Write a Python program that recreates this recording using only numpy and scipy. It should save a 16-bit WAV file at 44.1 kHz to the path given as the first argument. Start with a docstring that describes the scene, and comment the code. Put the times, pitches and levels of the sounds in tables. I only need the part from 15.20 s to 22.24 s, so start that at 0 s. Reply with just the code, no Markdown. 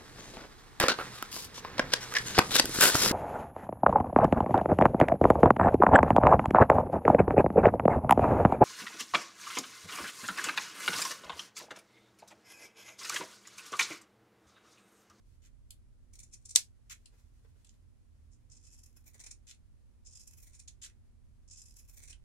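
"""At a sewing table in a small, dry room, shears make four slow snips into a cloth seam, heard in stereo.
Thread bundles and single threads part as bursts of grainy noise, coloured by where the blades cross.
The first snip ends in a slam, a chirped blow on blade modes; reopening blades scrape and tap as noise.
Flickering noise is cloth in the hand; tinted noise and hum lines rumble quietly underneath."""
import sys
import numpy as np
from scipy import signal
from scipy.fft import rfft, irfft
from scipy.io import wavfile

SR = 44100
rng = np.random.default_rng(int(sys.argv[2]) if len(sys.argv) > 2 else 0)


def store_pcm(level_fs):
    """Save levels as 16-bit WAV."""
    pcm = np.round(np.clip(level_fs, -1, 1) * 32767).astype(np.int16)
    wavfile.write(sys.argv[1], SR, np.atleast_2d(pcm).T)


N = 310464
SIZE = 4096  # samples per short sound
TIME_S = np.arange(N) / SR
AGE_S = np.arange(SIZE) / SR
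BINS_HZ = np.fft.rfftfreq(SIZE, 1 / SR)

# strokes of the shears; the edges' crossing point travels from pivot (0) to tips (1):
# (start [s], end [s], travel at start [0-1], travel at end [0-1], relative single-thread level [dB],
#  body lift [dB], left minus right [dB])
SNIPS = [(0.938, 1.35, 0.69, 0.88, -67.5, -6.5, 1), (3.299, 4.15, 0, 0.85, -65, 4.5, 0),
         (4.85, 5.441, 0.018, 0.88, -60, 0, -1), (6.27, 6.93, 0.02, 0.79, -58.5, 0.5, -1)]


def undb(db):
    """Decibels to gain."""
    return 10 ** (np.asarray(db) / 20)


def unit(x):
    """Scale to rms 1."""
    return x / np.sqrt(np.mean(x ** 2))


def colour(points, hz=BINS_HZ):
    """Interpolate (Hz, dB) points on a log-frequency axis."""
    point_hz, point_db = np.transpose(points)
    return np.interp(np.log(hz + 1), np.log(point_hz), point_db)


def shelves(body_db, edge_db):
    """Lift the body below 4.5 kHz and the edge above 9 kHz, in dB."""
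    return colour([(1500, body_db), (4500, 0), (9000, 0), (13500, edge_db)])


def bell(centre_hz, width_hz):
    """Shape of a resonance, 1 at its centre."""
    return 1 / (1 + (2 * (BINS_HZ - centre_hz) / width_hz) ** 2)


def resonate(push, db):
    """Ring a short push through a causal, minimum-phase filter of unit mean power."""
    cepstrum = irfft(np.log(unit(undb(db))))
    # fold onto positive time: minimum phase
    cepstrum[1:SIZE // 2] *= 2
    cepstrum[SIZE // 2 + 1:] = 0
    response = np.exp(rfft(cepstrum))
    return irfft(rfft(push) * response)


def noise(size, shared):
    """Two noises of rms 1 with a share of power in common."""
    common, *own = rng.standard_normal((3, size))
    return np.sqrt(shared) * common + np.sqrt(1 - shared) * np.array(own)


def tinted(points, size, shared):
    """Steady stereo noise of the given colour, rms 1."""
    gain = undb(colour(points, np.fft.rfftfreq(size, 1 / SR)))
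    return unit(irfft(rfft(noise(size, shared)) * gain, size))


def grains(grit_db, shared):
    """Dense micro-fractures: noise whose strength jumps every 8 samples, rms 1."""
    strength = np.repeat(rng.exponential(size=SIZE // 8), 8).clip(0, 4)
    return unit(noise(SIZE, shared) * undb(grit_db * strength))


def pan(left_minus_right_db):
    """Left and right gains for a level difference."""
    return undb(np.array([[left_minus_right_db], [-left_minus_right_db]]) / 2)


def add(out, s, sound):
    """Mix a short sound in at time s."""
    i = max(int(s * SR), 0)
    out[:, i:i + SIZE] += sound[:, :max(N - i, 0)]


def background(air_db=-60.5, waver_rad=.8, hum_pan_db=-3):
    """Ventilation noise whose bottom slowly swells, with a smooth hiss and phase-wandering hum lines."""
    # spectrum of the air: (frequency [Hz], relative density [dB per Hz])
    air_colour = [(15, -13.5), (28, -9.5), (42, 0), (58, -7.5), (80, -3), (125, -13.5), (170, -25),
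                  (230, -21), (320, -32), (500, -34), (700, -39), (1500, -43), (3500, -48.5),
                  (10500, -49.5), (15500, -70)]
    # channel balance of the air: (frequency [Hz], left minus right [dB])
    air_balance = [(30, -6), (80, -3.5), (160, -3.5), (350, 0), (700, 0.5), (15000, -0.5)]
    # swell of the rumble below about 60 Hz: (time [s], lift [dB])
    rumble_swell = [(0, 0), (.9, 5.5), (1.4, -2), (4.3, -2), (5.2, 3), (6.4, 2), (7.04, 8)]
    # hum lines: (frequency [Hz], rms level before panning [dB])
    hum_lines = [(41, -67), (79, -69), (120, -74.5), (237, -82), (297, -88), (360, -90)]

    hz = np.fft.rfftfreq(N, 1 / SR)
    side_db = np.outer([.5, -.5], colour(air_balance, hz))
    air = rfft(tinted(air_colour, N, shared=0.091)) * undb(air_db + side_db)
    low = irfft(air / (1 + (hz / 60) ** 4), N)
    swell = undb(np.interp(TIME_S, *np.transpose(rumble_swell)))
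    out = irfft(air, N) + low * (swell - 1)

    knots_s = np.linspace(0, N / SR, num=36)
    for line_hz, db in hum_lines:
        steps = noise(len(knots_s), shared=.5)
        drift = np.array([np.interp(TIME_S, knots_s, np.cumsum(side)) for side in steps])
        tone = np.sin(2 * np.pi * line_hz * TIME_S + waver_rad * drift)
        out += np.sqrt(2) * undb(db) * pan(hum_pan_db) * tone
    return out


def room(direct, scattered, table_s=0.0031, table_db=-19, early_db=-7.5, early_t60_s=0.13,
         late_db=-21, late_t60_s=0.15, mic_lag_s=.002):
    """A table bounce, then a short tail soaked up by fabric; the right microphone is further off."""
    # colour of the tail: (frequency [Hz], relative level [dB])
    tail_colour = [(150, -3), (700, -1), (2200, 3), (5000, 0), (8000, -3.5), (10000, 3), (15500, -7.5)]

    age_s = np.arange(4 * SIZE) / SR
    onset = np.clip(age_s / table_s - .5, 0, 1)
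    fade = 0
    for db, t60_s in ((early_db, early_t60_s), (late_db, late_t60_s)):
        fade = fade + undb(db) * unit(np.exp(-np.log(1000) * age_s / t60_s) * onset)
    response = tinted(tail_colour, len(age_s), shared=0) * fade / np.sqrt(len(age_s))
    tail = signal.fftconvolve(scattered, response, axes=1)[:, :N]
    bounce = undb(table_db) * np.roll(direct, int(table_s * SR), axis=1)
    left, right = direct + bounce + tail
    return np.array([left, np.roll(right, int(mic_lag_s * SR))])


def handling(flutter_db=3.5, held_db=-92):
    """Cloth slides through the fingers as flickering noise brushes, with soft bumps of the hands."""
    # cloth turned in the hand: (time [s], relative level [dB], Gaussian half length [s])
    brushes = [(0.106, -82, 0.031), (1.99, -82, 0.15), (2.447, -84, 0.11), (3.203, -93.5, 0.13)]
    # (frequency [Hz], relative level [dB])
    cloth_colour = [(200, -0.5), (1500, -0.5), (3500, -3.5), (7000, 0), (12000, -6.5), (15500, -13)]
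    # hands on the cloth: (peak time [s], relative level [dB], length [s])
    bumps = [(1.933, -72.5, 0.023), (2.25, -69, .018), (2.362, -76, 0.018), (3.951, -68.5, .015)]
    # (frequency [Hz], relative level [dB])
    bump_colour = [(150, -6), (350, -2), (520, 0), (800, -9), (1300, -9), (3000, -19), (12000, -35)]

    knots_s = np.linspace(0, N / SR, num=280)
    flutter = np.interp(TIME_S, knots_s, rng.standard_normal(len(knots_s)))
    sliding = undb(held_db)
    for s, db, half_s in brushes:
        sliding = sliding + undb(db) * np.exp(-.5 * ((TIME_S - s) / half_s) ** 2)
    out = tinted(cloth_colour, N, shared=.3) * sliding * undb(flutter_db * flutter)

    for s, db, length_s in bumps:
        rise_s = length_s / 2
        swell = AGE_S / rise_s * np.exp(1 - AGE_S / rise_s)
        bump = resonate(noise(SIZE, shared=0.84) * swell, colour(bump_colour))
        add(out, s - rise_s, undb(db) * bump)
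    return out


def ticking(decay_s=0.0024, pan_db=0.0):
    """Play in the pivot lets the blades tap each other: decaying noise through the steel's colour."""
    # light taps: (time [s], relative level [dB], body lift [dB], edge lift [dB])
    ticks = [(0.5058, -40, -12, 14), (1.8575, -47, -5, -10), (2.4465, -54, 1, 2), (2.468, -60.5, -1, -8),
             (2.497, -73, 6, -10), (2.54, -70, 5, -5.5), (3.9935, -58, 17, 2), (4.345, -58.5, 7, -12),
             (5.619, -55, -24, -6), (5.698, -57.5, 24, -16), (6.928, -45, 14, -20)]
    # (frequency [Hz], relative level [dB])
    tick_colour = [(150, -36), (700, -52), (2000, -19.5), (3100, -6.5), (4400, -8), (5800, -12.5),
                   (7400, -3.5), (8500, -5.5), (9600, -8.5), (10600, -14), (12800, -26), (15500, -36)]

    out = np.zeros((2, N))
    for s, db, body_db, edge_db in ticks:
        push = noise(SIZE, shared=0.07) * np.exp(-AGE_S / decay_s)
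        tap = resonate(push, colour(tick_colour) + shelves(body_db, edge_db))
        add(out, s, undb(db) * pan(pan_db) * tap)
    return out


def scraping(slip_s=0.0015, fade_s=0.0022, pan_db=-1.0):
    """Edges drag as a hiss, broken into sharp slips by judder; a short last cut is made the same way."""
    # blades sliding open, and at 5.476 s a short last cut ending the third snip:
    # (time [s], length [s], relative level [dB], slip rate [Hz], judder share [0-1],
    #  lift of both body and edge [dB])
    scrapes = [(0.219, 0.063, -68, 170, 0, 5), (1.696, 0.034, -45.5, 100, 0.5, 6.5),
               (2.446, 0.068, -69, 45, 0.8, -11), (4.2676, 0.051, -53.5, 120, 0.67, -4.5),
               (5.476, 0.011, -46.5, 290, 0.25, -13.5), (5.615, 0.04, -46.5, 140, 0.59, -7),
               (5.653, 0.015, -52.5, 144, 0.45, 1)]
    # (frequency [Hz], relative level [dB])
    scrape_colour = [(150, -34), (700, -38), (1300, -9.5), (2200, -5.5), (3200, -2.5), (4800, -4),
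                     (6000, 1), (7200, 5), (8100, -1.5), (9200, -7), (11000, -12.5), (13000, -15),
                     (15500, -29)]

    out = np.zeros((2, N))
    for s, length_s, db, slip_hz, judder, lift_db in scrapes:
        stroke = .5 + 0.64 * np.sin(np.pi * np.minimum(AGE_S / length_s, 1))
        stroke *= np.exp(-np.maximum(AGE_S - length_s, 0) / fade_s)
        since_slip_s = (AGE_S - .002) % (1 / slip_hz)
        slips = unit(np.exp(-since_slip_s / slip_s))
        roughness = np.sqrt(1 - judder + judder * slips ** 2)
        push = grains(grit_db=5.0, shared=0.58) * stroke * roughness
        scrape = resonate(push, colour(scrape_colour) + shelves(lift_db, lift_db))
        add(out, s, undb(db) * pan(pan_db) * scrape)
    return out


def slamming(travel_s=0.0018, knock_s=.004, scatter_body_db=4, scatter_edge_db=5):
    """Steel meets steel: the click aimed at the microphones, and the smoother sum sent all round."""
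    # blades slam shut: (time [s], click [dB], scattered into the room [dB], knock [dB]), all relative
    slams = [(1.3579, 11.5, 7, -43.5)]
    # (frequency [Hz], relative level [dB])
    slam_colour = [(150, -31.5), (600, -29), (1300, -27.5), (2100, -18), (3000, -11.5), (3700, -7.5),
                   (5000, -1.5), (6500, -0.5), (8200, 1.5), (9000, -8.5), (12000, -15.5), (15500, -29)]
    # blade modes: (frequency [Hz], width [Hz], lift to the left [dB], lift to the right [dB])
    blade_modes = [(2020, 170, 6.5, 8.5), (3780, 590, 8, 10.5), (4707, 530, 1.5, -10), (6250, 359, 3.5, 3),
                   (6700, 330, 2, -2), (7700, 2300, -0.5, -3.5), (8000, 350, 8.5, 11.5), (9300, 450, -2, 4),
                   (11400, 500, 3, 1.5), (14100, 500, 0, 13)]

    direct, scattered = np.zeros((2, 2, N))
    # bending waves run faster in the treble: a tiny falling chirp, arriving after travel_s at 4 kHz
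    blow = irfft(np.exp(-4j * np.pi * travel_s * np.sqrt(4000 * BINS_HZ)))
    modes_db = sum(np.outer([left_db, right_db], bell(hz, width_hz))
                   for hz, width_hz, left_db, right_db in blade_modes)
    slam_db = colour(slam_colour)
    click = np.array([resonate(blow, slam_db + side_db) for side_db in modes_db])
    spread = resonate(np.array([blow, blow]), slam_db + shelves(scatter_body_db, scatter_edge_db))
    knock_colour = [(80, -17.5), (300, -4.5), (900, -1.0), (2000, -8), (5000, -29.0)]  # (Hz, dB)
    for s, click_db, scatter_db, knock_db in slams:
        # the handles meet with a dull knock
        push = noise(SIZE, shared=.7) * np.exp(-AGE_S / knock_s)
        knock = undb(knock_db) * resonate(push, colour(knock_colour))
        add(direct, s, undb(click_db) * click + knock)
        add(scattered, s, undb(scatter_db) * spread + knock)
    return direct, scattered


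def jaw_colour(closure, bend=2.5, damping=0.88, wander=0.028):
    """Colour of a cut in dB: blade resonances and dips slide from jaws wide to jaws nearly closed."""
    # jaws wide: (frequency [Hz], relative level [dB])
    jaws_wide = [(150, -25.5), (600, -28.5), (1500, -26.5), (2150, -24.5), (2600, -21.5), (3300, -16.5),
                 (4500, -15), (5200, -4), (7200, -2.5), (8500, -8.5), (9800, -16.5), (11200, -10),
                 (12800, -26), (15500, -32.5)]
    # jaws nearly closed: (frequency [Hz], relative level [dB])
    jaws_narrow = [(150, -24.5), (600, -21), (1300, -29.5), (2200, -12.5), (2900, -21.5), (3600, -12),
                   (5000, -11.5), (6000, -5.5), (7000, -5), (8300, -7.5), (9300, -4.5), (10300, -25),
                   (12500, -28), (15500, -33.5)]
    # sliding modes, undamped: (wide [Hz], narrow [Hz], width [Hz], lift or dip [dB])
    jaw_modes = [(2580, 2180, 160, 10), (3700, 2850, 600, -5), (4550, 5400, 450, -5), (5100, 6200, 350, 5),
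                 (7200, 7000, 220, 6), (9000, 8100, 350, 3), (11200, 9400, 700, 4), (13000, 10400, 900, -6)]

    db = (1 - closure) * colour(jaws_wide) + closure * colour(jaws_narrow)
    # closing, the cloth damps the blades and each bite sits a little differently
    broadening = 1 + damping * closure ** 2
    detune = 1 + wander * closure ** 2 * rng.standard_normal()
    for wide_hz, narrow_hz, width_hz, peak_db in jaw_modes:
        centre_hz = detune * (wide_hz + closure ** bend * (narrow_hz - wide_hz))
        db = db + peak_db / np.sqrt(broadening) * bell(centre_hz, width_hz * broadening)
    return db


def along_blades(s, snip):
    """The edges cross at a steady speed; gives closure, body, edge and thread dB at time s."""
    # sound along the blades, brightest midway:
    # (travel [0-1], jaw closure [0-1], body lift [dB], edge lift [dB], single-thread lift [dB])
    blade_run = [(0, 0.15, -10, -32, -0.5), (.09, 0.25, -9.5, -23, -2.5), (.2, 0, -0.5, -5, 2),
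                 (.33, 0.13, -1.5, 9.5, -5.5), (.47, .2, 13, 22, -11), (.57, .7, 5, 27.5, -6),
                 (.65, 1, 7, 17, -3), (.78, .6, 2.5, -1.5, -6), (.87, 0.8, -13.5, 0.5, -8),
                 (1, 1, -24, 2, 2)]

    start_s, end_s, first, last = snip[:4]
    travel, *columns = np.transpose(blade_run)
    crossing = np.interp(s, [start_s, end_s], [first, last])
    return [np.interp(crossing, travel, column) for column in columns]


def crunch(s, length_s, snip, rise=0.44, fall=0.55, drag_db=-17, drag_s=.012, vary_db=0.5):
    """A grainy swell of straining cloth, peaking two lengths in; the edges then drag on."""
    closure, body_db, edge_db, _ = along_blades(s, snip)
    snip_body_db, pan_db = snip[5:]
    t = AGE_S - 2 * length_s
    swell = np.exp(-.5 * (t / (length_s * np.where(t < 0, rise, fall))) ** 2)
    drag = undb(drag_db) * np.exp(-np.abs(t) / drag_s) * (t > 0)
    push = grains(grit_db=4.5, shared=.25) * np.maximum(swell, drag)
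    varied_edge_db = edge_db + vary_db * rng.standard_normal()
    tint_db = jaw_colour(closure) + shelves(body_db + snip_body_db, varied_edge_db)
    return pan(pan_db) * resonate(push, tint_db)


def fraying(threads_per_s=80, thread_s=.004, scatter_db=2.5):
    """Single threads snap all through each stroke, one at a random moment in each equal slot."""
    out = np.zeros((2, N))
    for snip in SNIPS:
        start_s, end_s, _, _, db = snip[:5]
        count = int(round(end_s - start_s, 1) * threads_per_s)
        slots = (np.arange(count) + rng.random(count)) / count
        for s in start_s + (end_s - start_s) * slots:
            thread_db = along_blades(s, snip)[-1]
            strength_db = db + thread_db + scatter_db * rng.standard_normal()
            add(out, s - 2 * thread_s, undb(strength_db) * crunch(s, thread_s, snip))
    return out


def cutting(trim_db=-2.0):
    """Thread bundles part, and cloth once brushes into the jaws, coloured by where the blades cross."""
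    # bundles parting, and at 3.133 s cloth brushing faintly into the open jaws:
    # (peak time [s], level before trim [dB], length [s])
    crunches = [(0.937, -54, 0.0079), (0.956, -50.5, 0.0057), (0.991, -49, 0.0063), (1.002, -49, .005),
                (1.034, -52, 0.0083), (1.137, -49.5, 0.018), (1.256, -45, .006), (1.2939, -44, 0.0077),
                (1.31, -38, 0.0056), (1.353, -35, 0.0028), (3.133, -68.5, 0.029), (3.321, -56.5, .02),
                (3.355, -56, 0.0064), (3.371, -56, .009), (3.448, -61.5, 0.024), (3.472, -57.5, .012),
                (3.534, -57.5, 0.024), (3.592, -57, 0.01), (3.637, -53, 0.007), (3.661, -57, 0.0063),
                (3.769, -55, 0.0085), (3.874, -54.5, 0.02), (3.947, -56.5, .013), (4.004, -49.5, 0.015),
                (4.041, -47.5, 0.0071), (4.066, -44, 0.0083), (4.113, -40.5, .007), (4.869, -53.5, 0.022),
                (4.93, -55, .012), (4.956, -48.5, .008), (4.974, -51.5, 0.0072), (5.007, -55.5, 0.023),
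                (5.076, -50, 0.01), (5.112, -55, .005), (5.135, -56, 0.0086), (5.179, -55.5, 0.013),
                (5.204, -58, 0.0096), (5.23, -53, .012), (5.271, -57.5, 0.014), (5.345, -56.5, 0.02),
                (5.397, -49.5, 0.011), (6.312, -50.5, 0.012), (6.332, -51.5, 0.022), (6.383, -52, 0.023),
                (6.419, -57, 0.0054), (6.464, -58, .012), (6.568, -54, .01), (6.594, -54, 0.014),
                (6.695, -56, 0.019), (6.741, -56.5, 0.011), (6.777, -52.5, 0.01), (6.832, -52, 0.016),
                (6.881, -50.5, 0.008), (6.904, -46.5, 0.012)]

    out = np.zeros((2, N))
    for s, db, length_s in crunches:
        snip = min(SNIPS, key=lambda row: abs((row[0] + row[1]) / 2 - s))  # nearest stroke
        add(out, s - 2 * length_s, undb(db + trim_db) * crunch(s, length_s, snip))
    return out


def scene():
    """Shears and cloth in the room, over its background."""
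    work = handling() + ticking() + scraping() + fraying() + cutting()
    click, scattered = slamming()
    return background() + room(work + click, work + scattered)


def record(dry, top_hz=15800):
    """The recorder clips at full scale and cuts the top with a steep low-pass."""
    low_pass = signal.ellip(10, .2, 90, top_hz, fs=SR, output="sos")
    return signal.sosfilt(low_pass, np.clip(dry, -1, 1))


dry = scene()
out = record(dry)
store_pcm(out)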